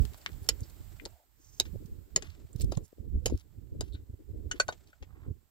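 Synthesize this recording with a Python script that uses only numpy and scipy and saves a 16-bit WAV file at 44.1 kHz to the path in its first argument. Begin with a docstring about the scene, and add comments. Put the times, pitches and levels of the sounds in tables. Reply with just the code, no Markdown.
"""Stones are knocked together and set down on dry, open ground a few metres from a phone.
Each blow sets off fading tones, a crack and a thud: mostly a hand stone, and a flat slab around 4.6 s.
Pebbles tick as clicks and puffs of noise, and scraped grit is grainy noise that swells and fades.
Gusty wind, made of low noise and short thumps, buffets the two microphone ports, each in its own way.
Cloth and dust rustle softly over a thin hiss."""
import sys
import numpy as np
from scipy import signal
from scipy.fft import rfft, irfft, next_fast_len
from scipy.io import wavfile
from scipy.ndimage import uniform_filter1d, map_coordinates

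SR = 44100
rng = np.random.default_rng(int(sys.argv[2]) if len(sys.argv) > 2 else 0)


def master(y):
    """Save y as 16-bit WAV."""
    cut = np.clip(np.atleast_2d(y).T, -1, 1)
    pcm = np.round(cut * 32767)  # scale
    wavfile.write(sys.argv[1], SR, pcm.astype(np.int16))


N = 242550  # length in samples

# In the tables, pan_db is left minus right, and density_db is the relative strength per Hz of a noise. blows of
# the hand stone; the faint rows at .5035 s and 3.279 s are echoes ringing about 14 ms after the loud blows
# before them; crack_db and thud_db are relative to the ring, treble falls off at top_hz: start_s, level_db,
# ring_hz, second_ring_hz, crack_db, thud_db, length_factor, pan_db, top_hz
HAND_BLOWS = [(.4886, -10, 5230, 4170, -3, -18, 0.44, -3.5, 14300),
              (.5035, -38.5, 4960, 4960, -11, -25, 0.72, -1.5, 9100),
              (1.0532, -32.5, 4300, 3920, 1, -14.5, 0.2, 9.5, 14000),
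              (1.0578, -33.5, 4680, 3680, 8.5, -0.5, 0.14, -3, 6800),
              (1.599, -12.5, 3890, 5280, -2, -15, 0.39, -1, 13200),
              (1.6526, -52.5, 1360, 3180, 6, -12, 2.5, 1.5, 4700),
              (2.1605, -11, 7010, 4560, -8, -18, 0.56, 0, 8630),
              (2.2223, -40, 3000, 6200, 7.5, -6, 0.57, 5, 6950),
              (2.72, -38, 4800, 3870, -1, 11, 0.58, 1.5, 7860),
              (2.7721, -39.5, 7800, 6900, 9.5, 4, 0.25, -3, 8720),
              (3.258, -17, 3000, 6970, -6.5, -4, 0.94, -2, 14800),
              (3.279, -44, 4950, 4950, 2.5, -7, 0.85, 4.5, 8010),
              (3.2973, -46.5, 5230, 7080, -1, 10.5, 1.2, 1, 7470),
              (3.808, -30.5, 4800, 3870, 2, 1.5, 0.44, 4.5, 11000),
              (5.0245, -55, 1400, 2550, 9.5, 10, 1.43, 5.5, 4590)]
# knocks on the slab, mostly around 4.6 s: same columns as the blows
SLAB_KNOCKS = [(3.947, -58, 1495, 3800, 0, -27, 4, 3, 4500),
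               (4.5125, -24.5, 2970, 1495, -1.5, -16, 1.03, 1.5, 9000),
               (4.5988, -14.5, 4410, 1495, -4, -2, 1.2, -1.5, 10500),
               (4.6815, -36.5, 4270, 1495, 9, -13.5, 0.48, 2.5, 11400),
               (4.6869, -26.5, 3700, 1495, -29, 6.5, 1.4, -0.5, 7860),
               (4.7237, -52.5, 700, 3800, 14, 12, 0.98, 2, 6300),
               (4.93, -51, 1495, 1495, -3, -6.5, 1.04, 2.5, 3030)]
# tones that the hand stone can ring with: pitch_hz
HAND_HZ = [1350, 2450, 3000, 3870, 4330, 4950, 5470, 6150, 6860, 7700, 8850, 10200, 11080, 12100, 13900]
# basic level and fade of each of those tones, before a blow alters them: level_db, t60_s
HAND_RING = [(-22, .025), (-23, .025), (-14, .03), (-8, .022), (-6, .025), (-3, .028), (-11, .02),
             (-12, .018), (-7, .022), (-11, .018), (-13, .02), (-20, .02), (-17, .02), (-21, .018),
             (-23, .018)]
# tones that the slab can ring with: pitch_hz
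SLAB_HZ = [700, 1495, 2557, 2970, 3800, 4410, 5001, 6050, 6740, 7500, 8845, 10040, 10990]
# basic level and fade of each of those tones, before a knock alters them: level_db, t60_s
SLAB_RING = [(-9, .018), (-9, .025), (-24, .035), (-14, .026), (-19, .03), (-9, .028), (-17, .028),
             (-13, .02), (-14, .02), (-20, .022), (-30, .055), (-34, .055), (-30, .1)]
# colour of the crack of stone on stone: pitch_hz, density_db
CRACK_COLOUR = [(470, -43), (800, -16), (2130, -4), (4860, -13), (5510, -10.5), (6910, 2.5), (9450, -14),
                (12500, -10), (16000, -33)]
# fade of the echoes off the rocks around: pitch_hz, t60_s
ROCK_ECHOES = [(300, .09), (3000, 0.066), (12000, 0.025)]
# ticks of pebbles and grit: start_s, level_db, centre_hz, width_octaves, t60_s, pan_db
PEBBLE_TICKS = [(.023, -50, 6000, 0.63, 0.011, 2), (.0518, -44, 3200, 2, 0.01, 26),
                (.134, -45, 4000, 1.2, 0.016, 6), (0.144, -41.5, 1260, 1.96, 0.012, -6),
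                (0.213, -50.5, 4500, 0.84, 0.024, 4), (0.2615, -23, 2220, 1.04, 0.0096, -1),
                (0.291, -43, 2080, 0.74, 0.014, -2), (.318, -53, 5000, 1.1, 0.012, 11),
                (0.331, -54, 3400, .7, 0.013, -6), (0.466, -58, 6500, 0.44, 0.0094, 4),
                (.606, -41, 7440, 0.37, 0.013, -3.5), (0.631, -54.5, 5000, 0.43, 0.086, -1.1),
                (.6973, -50, 7300, .8, 0.028, 2), (0.9982, -41, 2240, 0.41, 0.014, 13.5),
                (1.857, -57.5, 6480, 0.92, 0.031, -13), (2.1768, -26, 400, 0.38, 0.019, 6),
                (2.242, -53, 1440, 1.75, 0.1, -2), (2.3023, -56, 4320, 0.86, 0.013, -16),
                (2.5297, -46.5, 7800, 0.13, 0.02, -7.5), (2.561, -45, 6100, 1.7, 0.013, -8),
                (2.598, -50, 4070, 0.77, 0.02, -18), (2.609, -34, 4330, 0.86, 0.016, -7.5),
                (2.6148, -27.5, 7830, 0.14, 0.019, -3.5), (2.6434, -40.5, 6940, 1, 0.015, 7),
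                (2.879, -56.5, 9950, 1.5, 0.015, -10), (3.3759, -53.5, 5900, 1.2, 0.01, -15),
                (3.387, -61, 5500, 0.88, .01, -9), (3.3975, -56, 6230, 0.52, 0.0096, -9),
                (3.9244, -54.5, 4200, 0.21, 0.014, 2), (4.8727, -54, 4440, 0.86, 0.015, -3.5)]
# stones and cloth dragged over grit: middle_s, length_s, level_db, centre_hz, width_octaves, pan_db
GRIT_SCRAPES = [(1.163, 0.16, -70.5, 694, 0.31, -1.5), (1.53, 0.25, -64.5, 6400, 0.33, -3.5),
                (0.176, 0.027, -62, 10900, 1.8, 11), (0.442, 0.033, -59.5, 9850, 1.3, -2.1),
                (2.613, 0.032, -58, 13800, 0.15, -13), (2.721, 0.0099, -51, 4770, 0.99, 11),
                (2.748, 0.045, -61, 4000, 0.79, 11), (3.859, 0.11, -66.5, 3300, 1.5, 2),
                (4.892, 0.062, -76.5, 2920, 1.6, 2), (2.279, 0.22, -64, 2360, 1.32, 2.5),
                (2.609, 0.053, -59.5, 5340, 0.89, 16), (2.852, 0.031, -64.5, 7340, 0.56, -6.5),
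                (3.338, 0.16, -61.5, 3470, 1.9, 4.5), (3.946, 0.027, -56, 3910, 0.2, 6),
                (3.947, 0.028, -65, 8000, 0.24, -4), (4.569, .04, -59, 1930, 1.46, -3.5),
                (5.186, 0.22, -68.5, 1019, 1.02, -4.5)]
# the body of the phone shades each port for sound from the stones: pitch_hz, pan_db
PORT_SHADING = [(700, 1.5), (2500, .6), (5000, -.6), (7500, -2.5), (10000, -1.5), (12000, 0)]
# the stones lie nearer the left port, so it hears them first: pitch_hz, left_lead_s
PORT_LEAD = [(700, .00011), (1500, 0.0002), (3500, 0.00023), (5000, 0.00024), (7000, 0.0002),
             (9000, .00018)]
# single eddies bursting on the ports: middle_s, level_db, pitch_hz, pan_db
EDDIES = [(0.01, -39, 74, 2), (0.423, -35.5, 79.6, -2), (0.624, -28, 87, -2.5), (0.812, -35, 74, -8),
          (1.66, -42.5, 74, 1), (1.737, -39.5, 140, -15), (1.759, -37, 400, 5), (1.76, -40.5, 116.3, -18),
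          (1.855, -42, 142, -18), (1.925, -32, 62, 0.5), (1.988, -41, 95, -8), (2.171, -39, 145, -18),
          (2.449, -38, 98, 0), (2.558, -31, 110.5, -18.5), (2.645, -17, 77.6, -2.5),
          (2.704, -32.5, 61.5, -11), (2.777, -19.5, 126.5, -8), (2.831, -42, 87.7, -4.5),
          (2.93, -46.5, 401, 14), (2.985, -44.5, 400, 10), (3.007, -38.5, 71.7, -22), (3.081, -34, 80, -8),
          (3.137, -34, 75.2, 5), (3.157, -23.5, 63, 8), (3.185, -31, 65, 4.5), (3.265, -27.5, 85, 1),
          (3.325, -20.5, 340, 3.5), (3.329, -23.5, 80.6, -3), (3.346, -19, 72, 2.5), (3.587, -36, 80, -5),
          (3.726, -31, 85, -3), (3.765, -32, 94, -0.5), (3.801, -29, 56.6, 0), (3.837, -32, 91, -8),
          (3.951, -28.5, 71, -2.5), (4, -42, 59.5, -1), (4.035, -43.5, 78, 5.5), (4.102, -34.5, 85, -0.5),
          (4.14, -35, 74, -4), (4.225, -49.5, 73, 0), (4.34, -35, 73, 4), (4.381, -42, 89.7, -6),
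          (4.469, -34.5, 61, -6), (4.688, -35.5, 94.4, 4), (5.025, -36, 61.4, 3), (5.073, -49, 77, -8),
          (5.23, -44, 80, -6), (5.285, -30.5, 75, -10), (5.311, -28.5, 84, -8)]
# strength of the wind on the open right port: time_s, level_db
WIND_STRENGTH = [(0, -19.5), (.21, -54.5), (.36, -36.5), (.84, -42.5), (1.08, -42.5), (1.17, -72),
                 (1.5, -51.5), (1.62, -45), (1.78, -36), (1.98, -38.5), (2.08, -51.5), (2.17, -40),
                 (2.48, -49), (2.62, -26.5), (2.83, -40.5), (2.88, -63), (2.95, -66), (2.99, -38),
                 (3.35, -29.5), (3.39, -53.5), (3.52, -51), (3.8, -37), (4.22, -56.5), (4.32, -37.5),
                 (4.7, -42.5), (4.95, -64.5), (5.02, -53), (5.16, -51), (5.3, -29.5), (5.4, -59.5),
                 (5.5, -67)]
# colour of the low buffeting: pitch_hz, density_db
BUFFET_COLOUR = [(12, -41), (20, -7.5), (38, -2.5), (60, 0.5), (87, -2), (189, -20.5), (220, -21.5),
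                 (290, -44.5), (480, -120)]
# colour of the faster flutter: pitch_hz, density_db
FLUTTER_COLOUR = [(94, -20), (160, -7.5), (232, -4.5), (296, -4), (444, -12.5), (768, -39), (1200, -55.5),
                  (1560, -84.5), (2640, -120)]
# flutter compared with the wind, when the wind is at GUST_DB; rows left, right: level_db
FLUTTER_DB = [
    [-14.5],
    [-21.5],
]
# how fast the flutter grows with the wind; rows left, right: growth_db_per_db
FLUTTER_GROWS = [
    [.8],
    [1.1],
]
# loudness of the rustle, and of the hiss on the right port: time_s, rustle_db, hiss_db
GROUND_LEVELS = [(0, -62, -58), (.2, -67, -61), (.8, -68.5, -61.5), (1.06, -72, -63), (1.28, -85.5, -72.5),
                 (1.65, -77.5, -63.5), (2.0, -80.5, -68), (2.34, -73, -71), (2.7, -76, -67),
                 (3.05, -82, -73.5), (4.4, -83, -72.5), (4.7, -68.5, -69), (4.9, -76.5, -74.5),
                 (5.5, -87.5, -74)]
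# colour of the rustle of cloth and dust: pitch_hz, density_db
RUSTLE_COLOUR = [(350, -27.5), (600, 2), (1070, -10), (1400, -7), (2770, -12.5), (4440, -11), (6390, -15),
                 (7630, -7), (10000, -28), (13000, -55.5), (22000, -120)]
# colour of the hiss on the left port: pitch_hz, density_db
HISS_LEFT = [(400, -31), (800, 1), (2200, -6), (5000, -8), (7500, -10), (8700, -18), (9500, -11.5),
             (11000, -12.5), (13500, -2), (15500, -4), (16400, -28.5)]
# colour of the hiss on the right port: pitch_hz, density_db
HISS_RIGHT = [(400, -34.5), (800, -1), (2200, -8), (5000, -7.5), (6200, -11), (7500, -0.5), (8700, -6),
              (9600, -13.5), (11000, -11), (13500, 1.1), (15500, -2.5), (16400, -29.5)]

GUST_DB = -40  # wind level at which FLUTTER_DB holds
SHELTER_DB, SHELTER_HZ = -43, 262  # left buffeting against right; pitch below which left flutter fades
LUMP_DB, BURST_DB = 3.5, 6.5  # depth of the slow lumps and of the fast bursts
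SPRAY_DB, SPRAY_CYCLES = -20, 1  # flutter around each eddy: level against it, and reach to either side
TOP_HZ = 16300  # band limit of the phone


def stone(rows, modes_hz, rings, focus_db, thud_hz, grit_hz, rise_s, thud_t60):
    """Each blow rings the tones near its two ring pitches most, cracks, and thuds into the soil."""
    out, t = np.zeros((2, N + SR)), np.arange(SR // 5) / SR
    hz = np.array(modes_hz)[:, None]
    level_db, t60 = np.transpose(rings)[:, :, None]
    attack = np.tanh(t / rise_s)
    thud_colour = [(100, -60), (thud_hz / 2, -8), (thud_hz, 0), (2 * thud_hz, -8), (3000, -40)]
    for s, db, ring_hz, second_hz, crack_db, thud_db, length, pan_db, top_hz in rows:
        # tones close to either ring pitch get a boost
        distance = np.log(hz / [ring_hz, second_hz]) / 0.043
        near_db = focus_db * np.exp(-distance ** 2).max(axis=1, keepdims=True)

        # no two blows are alike, and loose contact makes each tone flicker
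        level_chance, phase_chance = rng.standard_normal((2, len(rings), 1))
        chatter = rng.standard_normal((len(rings), len(t)))
        for _ in range(2):
            chatter = uniform_filter1d(chatter, size=130)
        rough_db = 1.2 * level_chance + 2.5 * unit(chatter)

        # hand and soil choke the ring ever faster
        fall_db = 60 * (t / (t60 * length)) ** 1.5
        tones = np.sin(2 * np.pi * hz * t + 0.25 * phase_chance)
        ring = (amp(level_db + near_db + rough_db - fall_db) * tones).sum(axis=0) * attack

        # a smooth face cracks duller, with a lower grit_hz
        grit = filtered(noise(CRACK_COLOUR, len(t)), lambda f: 1 / (1 + (f / grit_hz) ** 6))
        crack = grit * amp(-60 * t / (0.038 * length)) * attack

        # each blow has its own treble limit
        clack = ring / np.abs(ring).max() + amp(crack_db) * crack
        clack = filtered(clack, lambda f: 1 / (1 + 1j * f / top_hz - (f / top_hz) ** 2) ** 2)

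        thud = noise(thud_colour, len(t)) * amp(-60 * t / thud_t60)
        thud *= 1 - np.exp(-t / 0.0017)  # soft ground gives way slowly
        add(out, s, amp(db) * (clack + amp(thud_db) * thud), pan_db)
    return out[:, :N]


def hand_stone():
    """The hand stone strikes with a rough face: a bright crack and a low, longer thud."""
    return stone(HAND_BLOWS, HAND_HZ, HAND_RING, focus_db=12.5, thud_hz=392, grit_hz=15820,
                 rise_s=0.0013, thud_t60=0.035)


def slab():
    """The flat slab rings with its own tones, over a duller crack and a shorter, higher thud."""
    return stone(SLAB_KNOCKS, SLAB_HZ, SLAB_RING, focus_db=17.0, thud_hz=700, grit_hz=8060,
                 rise_s=0.0014, thud_t60=0.023)


def pebbles():
    """Small stones and grit do not ring: one sharp click and a short broad puff around a centre."""
    out, t = np.zeros((2, N + SR)), np.arange(SR // 8) / SR
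    impulse = 1. * (np.arange(len(t)) == 40)
    for s, db, hz, octaves, t60, pan_db in PEBBLE_TICKS:
        colour = band(hz, octaves)
        click = filtered(impulse, lambda f: amp(along(colour, f)))
        puff = amp(-60 * t / t60) * np.tanh(t / 0.0018) * noise(colour, len(t))
        snap = 14 * np.exp(-t60 / .007)  # the shorter the contact, the more click
        add(out, s, amp(db) * (puff + snap * click / click.max()), pan_db)
    return out[:, :N]


def scrapes():
    """Dragging over grit gives dense grains in one broad band that swell and fade with the stroke."""
    out, t = np.zeros((2, N)), np.arange(N) / SR
    for s, length, db, hz, octaves, pan_db in GRIT_SCRAPES:
        grit_db = 3.5 * wobble(150)[0] + 2.5 * wobble(30)[0]
        grains = unit(amp(grit_db) * noise(band(hz, octaves), N))
        stroke = np.exp(-(2 * (t - s) / length) ** 4)
        out += amp(db) * panned(pan_db) * stroke * grains
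    return out


def thumps():
    """Each eddy is a push and a pull of air, about a cycle and a half long, with a spray of flutter."""
    out, t = np.zeros((2, N)), np.arange(N) / SR
    flutter = amp(SPRAY_DB) * noise(FLUTTER_COLOUR, (2, N))
    for s, db, hz, pan_db in EDDIES:
        cycles = hz * (t - s)
        phase = rng.uniform(0, 2 * np.pi, (2, 1))  # each port gets its own
        push = np.exp(-(cycles / 0.56) ** 2) * np.sin(2 * np.pi * cycles + phase)
        spray = np.exp(-(cycles / SPRAY_CYCLES) ** 2) * flutter
        out += amp(db) * panned(pan_db) * (push + spray)
    return out


def wind():
    """One strength drives the lumpy buffeting, mostly on the right port, and the flutter on both."""
    strength_db, = curves(WIND_STRENGTH)
    lump_db = LUMP_DB * wobble(14)
    burst_db = lump_db + BURST_DB * wobble(40)

    buffet = unit(amp(lump_db) * noise(BUFFET_COLOUR, (2, N)))
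    buffet_db = strength_db + np.array([[SHELTER_DB], [0]])

    left, right = noise(FLUTTER_COLOUR, (2, N))
    left = unit(filtered(left, lambda hz: 1 - 1 / (1 + (hz / SHELTER_HZ) ** 4)))
    flutter = unit(amp(burst_db) * np.array([left, right]))
    growth_db = np.array(FLUTTER_GROWS) * (strength_db - GUST_DB)
    flutter_db = GUST_DB + np.array(FLUTTER_DB) + growth_db
    return amp(buffet_db) * buffet + amp(flutter_db) * flutter


def ground():
    """Cloth and dust rustle near the stones, over a smooth hiss that each port colours in its own way."""
    rustle_db, hiss_db = curves(GROUND_LEVELS)
    shared, separate = noise(RUSTLE_COLOUR, N), noise(RUSTLE_COLOUR, (2, N))
    grain_db = 2.5 * wobble(120)[0]
    swell_db = 0.5 * wobble(10)[0]
    rustle = unit(amp(swell_db + grain_db) * (shared + 0.5 * separate))
    hiss = np.array([amp(-5.0) * noise(HISS_LEFT, N), noise(HISS_RIGHT, N)])
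    return amp(rustle_db) * rustle + amp(hiss_db) * hiss


def amp(db):
    """Turn decibels into a gain."""
    return 10 ** (np.asarray(db) / 20)


def panned(pan_db):
    """Left and right gains that differ by pan_db."""
    return amp([[pan_db / 2], [-pan_db / 2]])


def unit(x):
    """Scale a sound to an rms of 1."""
    return x / np.sqrt(np.mean(x ** 2) + 1e-20)


def along(points, hz):
    """Read a curve of (Hz, value) points on a log pitch axis."""
    f, v = np.transpose(points)
    return np.interp(np.log(hz + 1), np.log(f + 1), v)


def band(hz, octaves):
    """A broad hump around a centre, as (Hz, dB) points."""
    return [(hz / 8 ** octaves, -35), (hz / 2 ** octaves, -7), (hz, 0),
            (hz * 2 ** octaves, -9), (hz * 8 ** octaves, -45)]


def curves(rows):
    """One value per sample for each column after the time."""
    s, *cols = np.transpose(rows)
    return [np.interp(np.arange(N) / SR, s, c) for c in cols]


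def wobble(rate):
    """A smooth random curve for each port, with rate random points a second."""
    knots = rng.standard_normal((2, int(N * rate / SR) + 4))
    return np.array([map_coordinates(k, [np.arange(N) * rate / SR]) for k in knots])


def filtered(x, response):
    """Multiply the spectrum of x by a response that depends on pitch."""
    m = next_fast_len(x.shape[-1] + 8192)
    spectrum = rfft(x, m) * response(np.fft.rfftfreq(m, 1 / SR))
    return irfft(spectrum, m)[..., :x.shape[-1]]


def noise(colour, shape):
    """Coloured noise with an rms of 1."""
    return unit(filtered(rng.standard_normal(shape), lambda hz: amp(along(colour, hz))))


def add(track, s, sound, pan_db):
    """Lay a sound into both channels, each with its own tail of echoes that fades by pitch."""
    hz, t, z = signal.stft(rng.standard_normal((2, 6000)), SR, nperseg=128)
    fade = amp(-60 * t / along(ROCK_ECHOES, hz)[:, None])
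    tail = signal.istft(z * fade, SR, nperseg=128)[1]
    tail /= np.linalg.norm(tail[0])
    late = np.pad(sound, (130, 0))[None]  # echoes start 130 samples (3 ms) later
    wet = signal.fftconvolve(late, tail, axes=1)[:, :len(sound)]
    track[:, round(s * SR):][:, :len(sound)] += (sound + amp(-12) * wet) * panned(pan_db)


def scene():
    """Sound from the stones reaches the left port first; wind arises at the ports."""
    near = hand_stone() + slab() + pebbles() + scrapes()
    side = np.array([[1], [-1]])  # left, right

    def ports(hz):
        """Time shift and shading of each port."""
        shift = np.exp(1j * np.pi * hz * along(PORT_LEAD, hz) * side)
        return shift * amp(side * along(PORT_SHADING, hz) / 2)

    return filtered(near, ports) + thumps() + wind() + ground()


def record(dry):
    """The phone cuts steeply above its band limit."""
    return filtered(dry, lambda hz: 1 / (1 + (hz / TOP_HZ) ** 120))


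dry = scene()
out = record(dry)
master(out)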